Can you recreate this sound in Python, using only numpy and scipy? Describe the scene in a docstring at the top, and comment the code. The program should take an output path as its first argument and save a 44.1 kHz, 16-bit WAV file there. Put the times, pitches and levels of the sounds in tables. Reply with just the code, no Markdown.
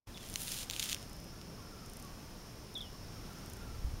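"""A hand rubs twice over a casing near the microphone, outdoors and close to sandy ground: tiny slips
make a gritty rustle, and the casing rings with sharp snaps as the grip catches and lets go.
Around it lie quiet air, a steady insect chorus, thin runs of ticks, a small bird's chirps and a far
bird's piping. Near the end a breeze rises and two soft bumps reach the single microphone."""
import sys
import numpy as np
from scipy import signal
from scipy.fft import rfft, irfft
from scipy.io import wavfile

SR = 44100
rng = np.random.default_rng(int(sys.argv[2]) if len(sys.argv) > 2 else 0)


def generate_wav(signal):
    """Clip the signal to [-1, 1] and save it as 16-bit WAV at the path in sys.argv[1]."""
    frames = np.transpose(np.atleast_2d(signal))
    scaled = np.clip(frames, -1, 1) * 32767
    pcm = np.round(scaled).astype(np.int16)
    wavfile.write(sys.argv[1], SR, pcm)


N = 176400
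T = np.arange(N) / SR

# spectrum of the open air: frequency_hz, relative_db
AIR_COLOUR = [(12, -13.5), (22, -1), (35, 1), (55, -3.5), (100, -3), (180, -6), (280, -10), (400, -13),
              (550, -15.5), (850, -18), (1400, -21.5), (1900, -24.5), (3000, -26), (4000, -28),
              (5400, -24.5), (6300, -27.5), (7200, -30.5), (9600, -31.5), (16000, -35.5)]
# slow swells of the air's low murmur: time_s, level_db
MURMUR_LEVEL = [(0, -67), (.6, -58), (1.0, -62.5), (1.5, -53.5), (1.95, -58), (2.3, -71), (2.85, -57.5),
                (3.3, -57.5), (4, -64)]
# spectrum of the murmur: frequency_hz, relative_db
MURMUR_COLOUR = [(20, -13), (70, -0.5), (170, 0), (300, -6.5), (600, -18), (1500, -45)]
# rumble of the breeze: time_s, level_db
BREEZE_LEVEL = [(0, -68), (3.2, -63.5), (3.6, -51.5), (3.8, -46.5), (3.89, -41), (4, -53)]
# spectrum of the breeze: frequency_hz, relative_db
BREEZE_COLOUR = [(6, -27), (16, -7.5), (33, 2), (80, -4.5), (160, -23), (500, -58)]
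# tones of the far insects, before the swell: pitch_hz, level_db
INSECT_TONES = [(5030, -80), (5215, -72), (5325, -83), (5385, -79.5), (5450, -73), (5511, -70.5),
                (5573, -73), (5690, -78.5), (6060, -76.5), (6320, -79.5)]
# swell of the whole chorus: time_s, gain_db
CHORUS_SWELL = [(0, -16), (1.0, 1), (1.4, 1.5), (2.2, -1.5), (3.2, 2.5), (3.7, -2.5), (4, -2)]
# thin tone of the nearest insect: time_s, level_db
NEAR_INSECT_LEVEL = [(0, -72), (.9, -62), (1.05, -64), (1.25, -63.5), (1.35, -72), (1.7, -68), (2.2, -69.5),
                     (2.7, -69), (3.15, -68), (3.4, -74), (4, -77)]
# falling notes of the far bird: start_s, length_s, first_hz, last_hz, level_db
PIPING_NOTES = [(1.32, .04, 1393, 1300, -62), (1.575, 0.039, 1180, 1045, -59),
                (1.615, 0.023, 1454, 1330, -59), (1.65, .035, 1500, 1300, -62),
                (1.712, 0.034, 1470, 1290, -60), (1.765, .03, 1414, 1270, -60),
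                (1.815, 0.029, 1367, 1244, -60), (1.858, 0.025, 1390, 1330, -62),
                (2.03, 0.049, 1180, 1080, -55.5), (2.934, 0.031, 1170, 1090, -58),
                (3.15, .03, 1340, 1280, -62), (3.235, 0.029, 1370, 1300, -62),
                (3.29, 0.038, 1425, 1300, -60.5), (3.35, 0.05, 1460, 1310, -60.5),
                (3.41, 0.032, 1514, 1396, -59), (3.455, 0.04, 1514, 1450, -63),
                (3.51, .035, 1580, 1490, -67), (3.56, 0.031, 1526, 1390, -59),
                (3.607, .033, 1450, 1365, -58.5), (3.65, 0.041, 1453, 1286, -60),
                (3.69, 0.026, 1420, 1330, -59), (3.738, .038, 1363, 1310, -60)]
# slurred notes of the small bird: start_s, length_s, first_hz, last_hz, level_db
CHIRP_NOTES = [(.144, 0.004, 4000, 3660, -46.5), (.150, 0.026, 3450, 3450, -52),
               (.194, 0.021, 3530, 3390, -56), (.218, .05, 3480, 3100, -63),
               (2.7525, 0.027, 3950, 3343, -38.5), (2.782, 0.0083, 3680, 3300, -42),
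               (2.791, 0.013, 3140, 3390, -49), (2.8055, 0.011, 3970, 3430, -39.5),
               (2.821, 0.0047, 3770, 3270, -41), (2.827, 0.0062, 3070, 3400, -47),
               (2.8345, 0.0045, 3650, 3170, -47), (2.84, 0.015, 3150, 3120, -53),
               (2.85, 0.036, 3120, 2900, -56.5)]
# dry ticks in short runs: centre_s, relative_db
TICKS = [(1.097, -46), (1.132, -41.5), (1.167, -49), (1.202, -46), (1.243, -46), (1.862, -46.5),
         (1.8985, -44), (1.9352, -41.5), (1.97, -41.5), (1.999, -40.5), (2.026, -43), (2.050, -46),
         (2.742, -46), (2.780, -43), (2.816, -47), (3.332, -47), (3.387, -51), (3.461, -44.5), (3.500, -41),
         (3.5353, -40.5), (3.569, -45)]
# spectrum of the ticks: frequency_hz, relative_db
TICK_COLOUR = [(3000, -26), (6000, -3.5), (9500, -1), (13000, -5), (16000, -11.5)]
# bumps on the microphone: centre_s, pitch_hz, width_s, peak_db
BUMPS = [(3.849, 48, 0.0038, -25.5), (3.94, 81, 0.0043, -31)]
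# ringing modes of the casing: pitch_hz, relative_db, t60_s
CASING_MODES = [(2930, -6.5, 0.0055), (3470, 2, 0.0047), (4300, 4.5, 0.0032), (5450, -8, 0.0023),
                (6020, 8.5, 0.0022), (9700, 1, 0.0017), (12000, -17, 0.00089)]
# snaps of the grip: start_s, ring_peak_db, tilt_db_per_octave, pitch_ratio
SNAPS = [(0.1744, -34, -14, 0.88), (.1795, -36.5, -12, 0.81), (.2400, -39, -7, 0.65), (0.2623, -42, 9, 1.2),
         (.2880, -31.5, 7, 1.1), (.2991, -29.5, 25, 0.95), (0.3048, -39, 9, 1), (0.34, -27, 15, 1),
         (0.3582, -16, -1, 0.923), (0.4188, -32, 2, 1.3), (.4807, -27.5, -9, 1), (0.511, -30, 8, 1),
         (0.514, -28, 7, 1.1), (0.5175, -27, 3, 2.1), (0.52, -21.5, -5, 1.56), (.5365, -34, 8, 1.2),
         (.6990, -20, -2, .95), (.7101, -21.5, -1, 1.1), (0.7352, -26, -5, 1.1), (.7400, -29, 0, 0.94),
         (0.7637, -25.5, -7, 0.95), (0.7965, -16, -0.5, 1.05), (0.8002, -21.5, -3, 1.05),
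         (0.824, -31, -5, .85), (0.8276, -21, -12, 0.91), (.8393, -13, 1, 5), (0.8424, -28, 2, 1),
         (0.8966, -22.5, 0, 1.1), (.9117, -18, 1, 9), (.9172, -23, -4, 1), (0.9255, -27, -6, 0.81),
         (0.9295, -18, -4, 1), (.9460, -21, 2, 0.93), (0.9653, -36, -13, 0.58), (1.028, -37.5, 0, 1.5),
         (1.4145, -37, -1, 0.77)]
# pressure of the hand, heard as loudness: time_s, level_db
RUB_PRESSURE = [(.12, -68), (.23, -53), (.34, -53.5), (.385, -49), (.41, -44.5), (.45, -46.5), (.48, -44.5),
                (.61, -40.5), (.635, -43), (.655, -57), (.69, -57), (.73, -46.5), (.78, -47), (.83, -39),
                (.87, -43), (.925, -38), (.96, -54), (1.03, -55.5), (1.12, -75)]
# spectrum of the rubbing: frequency_hz, relative_db
RUB_COLOUR = [(500, -55), (1200, -8), (2200, -3), (2700, 1), (3300, 3), (4800, 0), (6500, 1.5),
              (10000, 0.5), (12500, -4.5), (16000, -5.5)]
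# treble of the rubbing, brightest in the first stroke: time_s, gain_db
RUB_TREBLE = [(.25, -2.5), (.42, 6), (.48, 1.5), (.62, -2), (.72, -2.5), (.93, -5.5)]


def undb(db):
    """Decibels to gain."""
    return 10 ** (np.asarray(db) / 20)


def unit(x):
    """Scale to rms 1."""
    return x / np.sqrt(np.mean(x ** 2) + 1e-20)


def curve(rows):
    """Gain over time from (s, dB) points."""
    return undb(np.interp(T, *np.array(rows).T))


def colour(x, points):
    """Filter by (Hz, dB) points; rms 1."""
    hz, db = np.array(points).T
    f = np.maximum(np.fft.rfftfreq(N, 1 / SR), 1)
    return unit(irfft(rfft(x) * undb(np.interp(np.log(f), np.log(hz), db)), N))


def noise():
    """White noise."""
    return rng.standard_normal(N)


def band(hz, width_hz):
    """Noise in a bell-shaped band; rms 1."""
    bell = np.exp(-.5 * ((np.fft.rfftfreq(N, 1 / SR) - hz) / width_hz) ** 2)
    return unit(irfft(rfft(noise()) * bell, N))


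def pulse(centre_s, width_s):
    """Bell-shaped envelope of a tick or a bump."""
    return np.exp(-.5 * np.minimum(((T - centre_s) / width_s) ** 2, 100))


def add(out, at, x):
    """Mix a short sound in at a time."""
    i = max(int(at * SR), 0)
    out[i:i + len(x)] += x[:max(N - i, 0)]


def open_air(whine_hz=1178):
    """All around: a wavering hush, a low murmur, a breeze rising at the end and a faint steady whine."""
    hush = colour(noise(), AIR_COLOUR) * undb(-49.5 + .59 * band(0, 1))
    breeze = colour(noise(), BREEZE_COLOUR) * curve(BREEZE_LEVEL)
    murmur = colour(noise(), MURMUR_COLOUR) * curve(MURMUR_LEVEL)
    whine = undb(-78) * np.sqrt(2) * np.sin(2 * np.pi * whine_hz * T)
    return hush + murmur + breeze + whine


def insects(near_hz=5149, wobble_hz=11, flutter_db=1.5):
    """Many far insects blur into wavering tones in a narrow hiss; the nearest holds one clearer tone."""
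    tones = sum(undb(db) * band(hz, width_hz=10.5) for hz, db in INSECT_TONES)
    hiss = undb(-69) * band(5270, width_hz=950)
    chorus = (tones + hiss) * curve(CHORUS_SWELL)
    pitch_hz = near_hz + wobble_hz * band(0, 18.3)
    nearest = np.sqrt(2) * np.sin(2 * np.pi * np.cumsum(pitch_hz) / SR)
    flutter = undb(flutter_db * band(0, 11))
    return chorus + nearest * curve(NEAR_INSECT_LEVEL) * flutter


def bird(notes, bend, edge_s, echo_db, t60_s):
    """Trembling whistles scattered by the surroundings; more bend makes each slide level off sooner."""
    out = np.zeros(N)
    tremble = 1 + .013 * band(0, width_hz=220)
    for at, length, first_hz, last_hz, db in notes:
        t = np.arange(int(length * SR)) / SR
        slide = np.expm1(-bend * t / length) / np.expm1(-bend)
        hz = (first_hz + (last_hz - first_hz) * slide) * np.interp(at + t, T, tremble)
        gate = np.sin(np.pi / 2 * np.clip(np.minimum(t, length - t) / edge_s, 0, 1))
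        add(out, at, undb(db) * gate * np.sin(2 * np.pi * np.cumsum(hz) / SR))
    echo = noise() * np.exp(-np.log(1000) * T / t60_s)
    return out + undb(echo_db) * signal.fftconvolve(out, echo / np.linalg.norm(echo))[:N]


def ticks():
    """Faint high rasps of a few milliseconds, perhaps an insect."""
    gate = sum(undb(db) * pulse(at, width_s=.0011) for at, db in TICKS)
    return undb(-5.5) * gate * colour(noise(), TICK_COLOUR)


def microphone_bumps():
    """Right on the microphone: dull pushes of about one cycle."""
    return sum(undb(db) * np.cos(2 * np.pi * hz * (T - at)) * pulse(at, width_s)
               for at, hz, width_s, db in BUMPS)


def casing_snaps(scatter=.062, rise_s=.00004, crackle_s=.0025, knock_hz=1360, knock_s=.0006):
    """Close up: each catch or release of the grip rings the casing briefly and sheds a short crackle."""
    out, t = np.zeros(N), T[:1024]
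    hz, db, t60 = np.array(CASING_MODES).T[:, :, None]
    low_cut = signal.butter(3, 2330, "high", fs=SR, output="sos")
    # the mass of the first contact puts a soft knock under each snap
    knock = undb(-30) * np.sin(2 * np.pi * knock_hz * t) * np.exp(-t / knock_s)
    for at, peak_db, tilt_db, pitch_ratio in SNAPS:
        mode_hz = np.minimum(pitch_ratio * hz * (1 + scatter * rng.standard_normal(hz.shape)), SR / 2)
        envelopes = undb(db + tilt_db * np.log2(hz / hz[0])) * np.exp(-np.log(1000) * t / t60)
        ring = (envelopes * np.cos(2 * np.pi * mode_hz * t)).sum(0)
        ring = signal.sosfilt(low_cut, ring * (1 - np.exp(-t / rise_s)))
        crackle = signal.sosfilt(low_cut, rng.standard_normal(len(t))) * np.exp(-t / crackle_s)
        add(out, at, undb(peak_db) * (ring / np.abs(ring).max() + undb(-21) * crackle + knock))
    return out


def hand_rubbing(slips_per_s=2200, spread_db=3.5, treble_hz=9100):
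    """Close up: dense tiny slips over a smooth sliding hiss, both following the hand's pressure."""
    slips = (rng.random(N) < slips_per_s / SR) * np.sign(noise())
    slips *= undb(spread_db * np.minimum(rng.exponential(size=N), 5))
    sliding = undb(-3) * noise()
    rub = colour(unit(slips) + sliding, RUB_COLOUR)
    treble = signal.sosfiltfilt(signal.butter(2, treble_hz, "high", fs=SR, output="sos"), rub)
    return (rub - treble + treble * curve(RUB_TREBLE)) * curve(RUB_PRESSURE)


def scene():
    """Near and far meet at one microphone by the ground, the same in both channels."""
    small_bird = bird(CHIRP_NOTES, bend=3.4, edge_s=.0018, echo_db=-15, t60_s=.39)
    far_bird = bird(PIPING_NOTES, bend=.5, edge_s=.0071, echo_db=-3.5, t60_s=.66)
    close = hand_rubbing() + casing_snaps() + microphone_bumps()
    mono = close + ticks() + small_bird + far_bird + insects() + open_air()
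    return np.array([mono, mono])


def record(dry, open_s=.071, notch_hz=7830, top_hz=15750):
    """The microphone input opens after a moment, has a narrow notch in the treble and cuts the top."""
    fade_in = curve([(open_s - .011, -48), (open_s - .007, -26), (open_s - .001, -18),
                     (open_s + .00073, 0)])
    notched = signal.lfilter(*signal.iirnotch(notch_hz, Q=19.2, fs=SR), dry * fade_in)
    return signal.sosfilt(signal.ellip(12, .2, 70, top_hz, fs=SR, output="sos"), notched)


dry = scene()
out = record(dry)
generate_wav(out)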